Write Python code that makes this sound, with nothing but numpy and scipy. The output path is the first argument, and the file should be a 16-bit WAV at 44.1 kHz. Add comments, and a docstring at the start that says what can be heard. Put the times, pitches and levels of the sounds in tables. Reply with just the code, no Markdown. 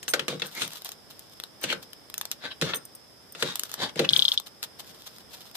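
"""A dog pounces at a cicada on a wooden deck: claws click, boards thud, pads scuff, collar tags jingle.
From 0.5 s the cicada scrabbles and flicks its wings against the wood.
The paws land again near 1.6, 2.6, 3.4 and 4 s. Pawed, the cicada fires nine tymbal clicks from 4.1 s,
then brushes and rustles on, fading. Soft outdoor air and far insects sound throughout."""
import sys
import numpy as np
from scipy import signal
from scipy.fft import rfft, irfft
from scipy.io import wavfile

SR = 44100
rng = np.random.default_rng(int(sys.argv[2]) if len(sys.argv) > 2 else 0)


def int16_out(signal):
    """Quantize to a 16-bit WAV file."""
    q = np.round(np.clip(np.atleast_2d(signal).T, -1, 1) * 32767)
    wavfile.write(sys.argv[1], SR, q.astype(np.int16))


N = 245195

# spectrum of a dry wing on wood: (frequency [Hz], level [dB])
WING_SPECTRUM = [(200, -15), (700, 1.5), (1300, 2.5), (2300, -2), (3500, 9), (5000, 3.5), (7500, -1),
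                 (10000, -3.5), (12500, 0), (14500, 2)]
# likeness of left and right for close sounds: (frequency [Hz], coherence [0-1])
NEAR_COHERENCE = [(60, 1), (650, 0.98), (1400, 0.48), (3000, 0.2), (7000, 0.16)]
ABDOMEN_HZ, BAND_EDGE_HZ = 3490, 14850


def paws(soften_db_per_oct=2, settle_s=.024, settle_db=-8, skid_s=.022, left_db=3):
    """Each landing: the claws crack, the plank thuds, the weight settles with a duller thud, the paw skids."""
    # (time [s], claw level [dB], claw treble [dB], thud level [dB], hardness [dB/octave], skid level [dB])
    landings = [(0.0291, -42.5, 1.5, -56, 1.5, -57), (0.0799, -29, -4, -47, 1, -49),
                (0.1363, -18.5, -7, -25.5, 13, -41.5), (0.194, -25, -12.5, -36.5, 4, -46),
                (0.2812, -26, -7.5, -30, 5, -34.5), (0.3271, -43, -19, -31, 4, -50),
                (0.3968, -38, -6.5, -57, 2, -53), (0.4193, -25, -19.5, -39.5, 4.5, -39.5),
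                (0.6182, -25.5, -13, -40.5, -1, -40.5), (1.6392, -27, -8.5, -33, 4, -39.5),
                (1.7263, -25.5, -13, -33.5, 8.5, -48), (2.6135, -26.5, -7, -29.5, -1.5, -40),
                (2.6217, -25, -12, -25.5, 1, -32.5), (2.735, -26, -49, -38, 7.5, -51),
                (3.3498, -39.5, -12.5, -47.5, 4, -49), (3.4246, -21.5, -9.5, -26, 5, -41),
                (3.9575, -40.5, -6, -33, 4, -35), (3.9928, -21.5, -11, -18, 8.5, -36.5),
                (4.1055, -30.5, -10, -35.5, -7, -41), (4.1732, -39, 3, -39.5, 4.5, -47)]
    # harder landings knock deeper: (hardness [dB/octave], frequency [Hz])
    knock_pitch = [(2.5, 3570), (7, 1400)]
    contacts, planks = np.zeros((2, 2, N))
    for s, claw_db, treble_db, thud_db, hardness, skid_db in landings:
        knock_hz = np.interp(hardness, *np.transpose(knock_pitch))
        tilt = hardness - soften_db_per_oct
        add(contacts, s, gain_of(claw_db) * claw(treble_db, knock_hz))
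        add(planks, s, gain_of(thud_db) * board(tilt))
        add(planks, s + settle_s, gain_of(thud_db + settle_db) * board(tilt - 3.5))
        offset_s, skid = scuff(rise_s=.01, fall_s=.038, treble_db=-11.5, rasp_hz=knock_hz, rasp_db=1)
        add(contacts, s + skid_s + offset_s, gain_of(skid_db) * skid)
    return panned(contacts, left_db) + planks


def claw(treble_db, knock_hz, crack_s=.0061, rattle_db=-16, rattle_s=.01, knock_db=3.5):
    """A hard claw cracks on wood, with a hollow knock and a short rattle."""
    # claw on wood: (frequency [Hz], level [dB])
    spectrum = [(250, -18.5), (600, -9), (1100, -7.5), (1600, -0.5), (2600, -3), (3700, 1.5), (4700, -4.5),
                (7000, -6.5), (10000, -13), (14500, -18.5)]
    t = np.arange(SR // 10) / SR
    envelope = np.exp(-t / crack_s) + gain_of(rattle_db) * np.exp(-t / rattle_s)
    noise = rng.standard_normal((2, len(t))) * envelope
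    crack = coloured(noise, spectrum, treble_db, (knock_hz, knock_db), ripple_db=2.5)
    return as_hit(left_late(paired(crack, NEAR_COHERENCE))) * np.hypot(1, gain_of(treble_db))


def board(tilt_db_per_oct, detune=.041):
    """Bending waves in a plank: the high ones arrive first, the low ones build up late."""
    # plank modes: (frequency [Hz], level [dB], t60 [s])
    modes = [(81, -15, 0.29), (121.2, -4.5, 0.23), (147, 1.5, 0.21), (177.9, -2.5, 0.24),
             (195.4, 0.5, 0.15), (245, 0, 0.12), (296.4, -5, 0.26), (355, 1, 0.12), (422, 0, 0.09),
             (464.2, 3.5, 0.1), (520.7, 2, 0.11), (576.5, -1, 0.083), (660, -6, 0.06), (795, -13.5, 0.098)]
    hz, db, t60_s = np.transpose(modes)[:, :, None]
    hz = hz * (1 + detune * rng.uniform(-1.02, 1, hz.shape))
    t = np.arange(SR // 5) / SR
    build_s = 20 / hz ** 1.5
    onset = 1 - np.exp(-(t / build_s) ** 2)
    decay = gain_of(db + tilt_db_per_oct * np.log2(hz) - 60 * t / t60_s)
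    ringing = onset * decay * np.exp(2j * np.pi * hz * t)
    phase = 2 * np.pi * rng.random(len(hz)) + .2 * rng.standard_normal((2, len(hz)))
    return as_hit((np.exp(1j * phase) @ ringing).real)


def scuffs(left_db=2.5):
    """Pads and claws drag over the wood; each stroke rasps at its own pitch."""
    # (peak time [s], rise [s], level [dB], treble [dB], rasp frequency [Hz], rasp height [dB])
    drags = [(.58, .022, -34.5, -7.5, 2080, 6), (.625, 0.026, -29.5, -3.5, 2600, 6),
             (1.642, .015, -31.5, -5.5, 3700, -5), (1.709, 0.018, -24.5, -16.5, 2730, 13.5),
             (2.455, 0.023, -32.5, -19.5, 860, 3.5), (2.518, 0.0092, -32.5, -27, 3150, 9),
             (2.70, 0.03, -32.5, -14, 3630, -5), (2.742, 0.0085, -31, -26, 1510, 10),
             (3.41, 0.019, -36.5, -3.5, 3500, 1), (3.485, .045, -33, -11, 3500, 3),
             (3.831, 0.028, -25, -13.5, 2140, 3), (3.896, 0.0071, -38, -12, 3020, 17),
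             (4.051, 0.0066, -24.5, -19, 2680, 14.5), (4.159, 0.034, -36.5, -2, 2260, 15)]
    out = np.zeros((2, N))
    for s, rise_s, db, treble_db, rasp_hz, rasp_db in drags:
        offset_s, rub = scuff(rise_s, 1.05 * rise_s, treble_db, rasp_hz, rasp_db)
        add(out, s + offset_s, gain_of(db) * rub)
    return panned(out, left_db)


def scuff(rise_s, fall_s, treble_db, rasp_hz, rasp_db):
    """One slide over the grain; returns its start relative to the peak [s] and its sound."""
    # pad on wood: (frequency [Hz], level [dB])
    spectrum = [(45, -25), (90, -10), (160, -3.5), (450, 0.5), (900, -2), (1700, 1.5), (2600, -2.5),
                (3700, 4), (4800, -1), (7500, -8), (10500, -13.5), (14500, -18)]
    t, grain = friction(rise_s, fall_s, slips_per_s=2500, spread_db=1.5, hiss=.85)
    rub = coloured(grain, spectrum, treble_db, (rasp_hz, rasp_db), ripple_db=4)
    rub = left_late(paired(rub, NEAR_COHERENCE))[:, :len(t)]
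    return t[0], unit_rms(rub) * swell(t, rise_s, fall_s)


def tymbal(start_s=4.0906, period_s=.02965, hesitate_s=.01345, slowing_s=.00705, count=9,
           pitch_spread=.035, right_db=-5, back_s=.0052, back_db=-11):
    """The tymbal buckles and rings the hollow abdomen, then springs back with a weaker, sharper click."""
    # swell of a buckling click, rows left and right: (time [s])
    buckle_s = np.array([[.00082], [.00058]])
    # a hesitant first click, a steady run, then slower and weaker as the muscle lets go
    k = np.arange(count)
    slowing = np.cumsum(np.maximum(k - 6, 0) ** 2)
    times_s = start_s + period_s * k + hesitate_s * (k > 0) + slowing_s * slowing
    levels_db = .4 - .7 * abs(k - 2)
    out = np.zeros((2, N))
    for s, db, (late, size, detune, pitch) in zip(times_s, levels_db, rng.uniform(-1, 1, (count, 4))):
        hz = ABDOMEN_HZ * (1 + pitch_spread * pitch)
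        buckle = tymbal_click(hz, buckle_s, plate_db=-20)
        add(out, s - buckle_s[1, 0], gain_of(db) * gain_of([[0], [right_db]]) * buckle)
        back = tymbal_click(hz * (1.04 + .069 * detune), build_s=.00044, plate_db=-3)
        add(out, s + back_s + .00048 * late, gain_of(db + back_db + 2 * size) * back)
    # so small a body radiates almost nothing below its resonance
    return signal.sosfilt(signal.butter(10, 2950, "highpass", fs=SR, output="sos"), out)


def tymbal_click(hz, build_s, plate_db, plate_hz=4600, ring_db=-26, ring_s=.0041,
                 rasp_db=-28, rasp_s=.0064):
    """The abdomen's tone swells in a few cycles, with the plate's higher tone and the ribs' dry rasp."""
    # tymbal ribs: (frequency [Hz], level [dB])
    rib_spectrum = [(1000, -28), (2600, -5), (3300, 24.5), (4900, 14), (6500, 4.5), (14500, -13)]
    t = np.arange(SR // 30) / SR
    u, stereo_phase = t / build_s, np.array([[0], [1.9]])
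    pulse = (u * np.exp(1 - u)) ** 3
    ring = gain_of(ring_db) * (1 - np.exp(-u)) * np.exp(-t / ring_s)
    tone = (pulse + ring) * np.sin(2 * np.pi * hz * t + stereo_phase)
    plate_cycles = plate_hz * rng.uniform(.94, 1.06) * t + rng.random()
    plate = pulse * np.sin(2 * np.pi * plate_cycles + stereo_phase)
    rasp = coloured(rng.standard_normal((2, len(t))) * np.exp(-t / rasp_s), rib_spectrum)[:, :len(t)]
    return tone + gain_of(plate_db) * plate + gain_of(rasp_db) * rasp


def wings(rise_s=.006, fall_s=.0091, left_db=2):
    """The cicada's single wing beats: sharp snaps and softer brushes."""
    # snaps on the boards: (time [s], level [dB], treble [dB])
    snaps = [(0.551, -41, 15), (0.678, -38, 3), (0.7339, -40.5, 3), (0.8473, -36.5, 13.5),
             (0.891, -37.5, 2), (0.9186, -39, 4), (1.1937, -43, 7), (1.4, -36.5, -4.5), (1.4376, -35, -5),
             (1.932, -42, -1.5), (2.1, -43.5, 2.5), (2.1415, -34, 0.5), (2.1799, -29.5, 6.5),
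             (2.2128, -29.5, -1), (2.254, -34, 0.5), (2.315, -27.5, 4.5), (3.5565, -28.5, 3.5),
             (3.5954, -26.5, 7.5), (3.635, -29, 3), (3.716, -37.5, 4), (3.7407, -30.5, 2),
             (4.3996, -35.5, 2), (4.6292, -30.5, -1)]
    # brushes along the wood: (peak time [s], level [dB])
    brushes = [(1.108, -43), (1.83, -41), (2.321, -34.5), (3.655, -37), (4.225, -40), (4.34, -33),
               (4.47, -39), (4.636, -29), (4.8, -36), (5.069, -38), (5.34, -45), (5.555, -35)]
    out = np.zeros((2, N))
    for s, db, treble_db in snaps:
        add(out, s, gain_of(db) * flick(treble_db))
    for s, db in brushes:
        t, crackle = rustle(rise_s, fall_s)
        add(out, s + t[0], gain_of(db) * crackle * swell(t, rise_s, fall_s))
    return panned(out, left_db)


def flick(treble_db, splinter_s=.0006, splinter_db=-11, shiver_db=-36, shiver_s=.0081, body_db=2):
    """A stiff dry wing snaps on the boards, one tick and its splinters, and rings the abdomen."""
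    t = np.arange(SR // 20) / SR
    splinters = paired(rng.laplace(size=(2, len(t))), NEAR_COHERENCE)
    snap = (t == 0) + gain_of(splinter_db) * splinters * t / splinter_s * np.exp(-t / splinter_s)
    shiver = rng.standard_normal((2, len(t))) * gain_of(shiver_db) * np.exp(-t / shiver_s)
    tick = coloured(snap + shiver, WING_SPECTRUM, treble_db, (ABDOMEN_HZ, body_db), ripple_db=3.5)
    return as_hit(left_late(tick))


def struggles(fitful_db=4.5, edge_s=.02, ticks_per_s=14, left_db=1):
    """The cicada scrabbles on its back: a fitful rustle with faint wing ticks at loose intervals."""
    # (start [s], end [s], level [dB])
    spells = [(.45, .93, -48.5), (1.1, 1.477, -62), (3.55, 3.772, -52), (4.13, 4.35, -41),
              (4.779, 5.22, -55.5), (5.3, 5.499, -52)]
    out = np.zeros((2, N))
    for start_s, end_s, db in spells:
        half_s = (end_s - start_s) / 2
        t, crackle = rustle(half_s / 2, half_s / 2)
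        fits = unit_rms(sum(np.sin(2 * np.pi * (hz * t + rng.random())) for hz in np.geomspace(6, 30, 8)))
        gate = np.clip((half_s - abs(t)) / edge_s + .5, 0, 1)
        add(out, start_s + half_s + t[0], gain_of(db + fitful_db * fits) * gate * crackle)
        for s in np.arange(start_s, end_s - .5 / ticks_per_s, 1 / ticks_per_s):
            tick = gain_of(db + rng.uniform(-3.5, 8)) * flick(treble_db=-1)
            add(out, s + rng.random() / ticks_per_s, tick)
    return panned(out, left_db)


def rustle(rise_s, fall_s):
    """Wings and legs crackle on wood; returns the time axis [s] and the sound at an even level."""
    t, grain = friction(rise_s, fall_s, slips_per_s=1200, spread_db=2, hiss=.66)
    crackle = paired(coloured(grain, WING_SPECTRUM, ripple_db=.5), NEAR_COHERENCE)
    return t, unit_rms(left_late(crackle)[:, :len(t)])


def collar_tags(bounces=5, bounce_s=.0032, spread_db=3, tick_db=-8, tick_s=.0004,
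                free_db=-28, muffle_s=.0055):
    """Small metal discs touch and chatter; every bounce rings their modes anew."""
    # (time [s], level [dB])
    knocks = [(0.086, -28), (0.101, -29), (0.467, -40), (1.613, -45), (1.634, -34), (2.7458, -32.5),
              (2.757, -28.5), (2.853, -41.5), (2.951, -42), (3.323, -43.5), (4.128, -35), (4.175, -31.5)]
    # discs damped by fur: (frequency [Hz], level [dB], t60 [s])
    modes = [(6205, -6, .06), (7700, -19, .04), (8745, 0, .042), (8710, -23, .3), (12500, -21, .04),
             (14250, -4, .04), (14080, -4, .025)]
    out, t = np.zeros((2, N)), np.arange(SR // 5) / SR
    hz, db, t60_s = np.transpose(modes)[:, :, None]
    for s, hit_db in knocks:
        # after a light touch the discs stay together: less bounce, muffled modes, the lowest most
        contact = np.clip(1 - gain_of(hit_db - free_db), 0, 1)
        mode_db = db - 9 * contact * (hz == hz.min()) - 60 * t / t60_s
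        ringing = gain_of(mode_db) * np.exp(2j * np.pi * hz * t - contact * t / muffle_s)
        db_per_bounce = -1.5 - 7 * contact
        chatter, delay_s = np.zeros((2, len(t))), 0
        for bounce in range(bounces):
            strength = gain_of(spread_db * rng.standard_normal((2, len(hz))))
            phasor = np.exp(2j * np.pi * rng.random((2, len(hz))))
            tick = np.diff(rng.standard_normal((2, len(t) + 1))) * np.exp(-t / tick_s)
            touch = as_hit(((strength * phasor) @ ringing).real) + gain_of(tick_db) * as_hit(tick)
            add(chatter, delay_s, gain_of(db_per_bounce * bounce) * touch)
            delay_s += bounce_s * rng.uniform(.5, 1.5)
        add(out, s, gain_of(hit_db) * as_hit(chatter))
    return out


def yard_echoes(x, first_s=.0018, echoes_per_s=3000):
    """Short scattered echoes from railing and house wall."""
    # echo decay: (frequency [Hz], t60 [s])
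    decay = [(200, 0.34), (1000, 0.28), (4000, 0.11), (14000, 0.091)]
    size = SR // 3
    taps = rng.choice([-1., 1.], (2, size)) * (rng.random((2, size)) < echoes_per_s / SR)
    taps *= np.arange(size) > first_s * SR
    hz, t, bands = signal.stft(taps, SR, nperseg=128)
    tail = signal.istft(bands * gain_of(-60 * t / curve_at(decay, hz)[:, None]), SR, nperseg=128)[1]
    return signal.fftconvolve(x, tail / np.linalg.norm(tail[0]), axes=1)[:, :N]


def garden(air_db=-55, waver_db=1, chorus_db=-56.5):
    """Soft, wavering outdoor air and the narrow hiss of a distant insect chorus."""
    # air and insects: (frequency [Hz], level [dB])
    air_spectrum = [(25, -30), (45, -14), (75, -4), (150, -1.5), (380, -3.5), (630, -4), (950, -9.5),
                    (1800, -12), (2700, -17.5), (3500, -11), (4400, -20.5), (6500, -29), (9000, -20),
                    (14500, -30.5)]
    chorus_spectrum = [(3800, -26), (4700, -7.5), (5120, 6.5), (5500, -4.5), (6400, -16.5)]
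    # likeness of left and right: (frequency [Hz], coherence [0-1])
    air_coherence = [(60, 0.33), (600, 0.4), (2000, 0.097), (15000, 0.044)]
    t = np.arange(N) / SR
    drift = sum(np.sin(2 * np.pi * (hz * t + rng.random())) / np.sqrt(hz) for hz in np.geomspace(.4, 12, 12))
    air = paired(steady_noise(air_spectrum), air_coherence)
    chorus = panned(steady_noise(chorus_spectrum), left_db=-3)
    return gain_of(air_db + waver_db * unit_rms(drift)) * air + gain_of(chorus_db) * chorus


def steady_noise(spectrum):
    """Stereo noise of a given spectrum at unit RMS."""
    gain = gain_of(curve_at(spectrum, np.fft.rfftfreq(N, 1 / SR)))
    return unit_rms(irfft(rfft(rng.standard_normal((2, N))) * gain, N))


def friction(rise_s, fall_s, slips_per_s, spread_db, hiss):
    """Tiny slips over a smooth hiss, long enough for one swell; returns the time axis [s] and the noise."""
    t = np.arange(-4 * rise_s, 5 * fall_s, 1 / SR)
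    slipping = rng.random(len(t)) < slips_per_s / SR
    slips = slipping * gain_of(spread_db * np.minimum(rng.exponential(1, len(t)), 4))
    return t, unit_rms(np.hypot(unit_rms(slips), hiss) * rng.standard_normal((2, len(t))))


def swell(t, rise_s, fall_s):
    """Envelope that peaks at t = 0."""
    return np.exp(-abs(t / np.where(t < 0, rise_s, fall_s)) ** 1.32)


def coloured(x, spectrum, treble_db=None, peak=(1000, 0), ripple_db=0, size=2048):
    """Causal filter with a peak (Hz, dB) and ripples; a shelf sets treble (6-15 kHz) over body (1-5 kHz)."""
    hz = abs(np.fft.fftfreq(size, 1 / SR)) + 1
    knots_hz = np.arange(0, SR, 220)
    ripple = np.interp(hz, knots_hz, rng.standard_normal(len(knots_hz)))
    peak_hz, peak_db = peak
    db = curve_at(spectrum, hz) + peak_db / (1 + (np.log2(hz / peak_hz) / .2) ** 2) + ripple_db * ripple
    if treble_db is not None:
        power = gain_of(db) ** 2
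        treble, body = power[(hz > 6000) & (hz < 15000)].sum(), power[(hz > 1000) & (hz < 5000)].sum()
        shelf = np.clip(np.log2(hz / 4200) * 1.5, 0, 1)
        db += (treble_db - 10 * np.log10(treble / body)) * shelf
    db -= np.clip(hz - BAND_EDGE_HZ, 0, 3000) / 100
    minimum_phase = np.exp(np.conj(signal.hilbert(np.log(gain_of(db)))))
    taps = np.fft.ifft(minimum_phase).real
    return signal.fftconvolve(x, taps[None, :size // 2], axes=1)


def paired(x, coherence):
    """Makes two unrelated channels alike where the waves are long."""
    same = curve_at(coherence, np.fft.rfftfreq(x.shape[1], 1 / SR))
    left, right = rfft(x)
    return irfft(np.array([left, same * left + np.sqrt(1 - same ** 2) * right]), x.shape[1])


def left_late(x, lag_s=.00008):
    """Delays the left channel: the right microphone lies nearer to the deck."""
    lag = round(lag_s * SR)
    return np.array([np.pad(x[0], (lag, 0)), np.pad(x[1], (0, lag))])


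def panned(x, left_db):
    """Places a sound left_db louder on the left than on the right."""
    return x * gain_of([[left_db / 2], [-left_db / 2]])


def add(mix, s, sound):
    """Mixes a stereo sound in at time s."""
    start = round(s * SR)
    part = mix[:, max(start, 0):max(start + sound.shape[1], 0)]
    part += sound[:, max(-start, 0):][:, :part.shape[1]]


def curve_at(points, hz):
    """Interpolates (frequency, value) points on a log-frequency axis."""
    knots_hz, values = np.transpose(points)
    return np.interp(np.log(hz + 1), np.log(knots_hz), values)


def as_hit(x):
    """Scales a blow to the energy of 10 ms at unit level."""
    return x / np.sqrt(np.mean(np.sum(x ** 2, -1)) / (SR / 100) + 1e-20)


def unit_rms(x):
    return x / np.sqrt(np.mean(x ** 2) + 1e-20)


def gain_of(db):
    return 10 ** (np.asarray(db) / 20)


def scene(echo_db=-13, tymbal_echo_db=-19):
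    """Dog and cicada close by, their echoes, and the garden behind."""
    near = paws() + scuffs() + wings() + struggles() + collar_tags()
    clicks = tymbal()
    echoes = yard_echoes(gain_of(echo_db) * near + gain_of(tymbal_echo_db) * clicks)
    return near + clicks + echoes + garden()


def record(dry):
    """The recorder rounds off the loudest peaks, then limits the band."""
    rounded = 1.5 * np.tanh(dry / 1.5)
    lowpass = signal.firwin(161, BAND_EDGE_HZ, window=("kaiser", 8), fs=SR)
    return signal.oaconvolve(rounded, lowpass[None], "same")


dry = scene()
out = record(dry)
int16_out(out)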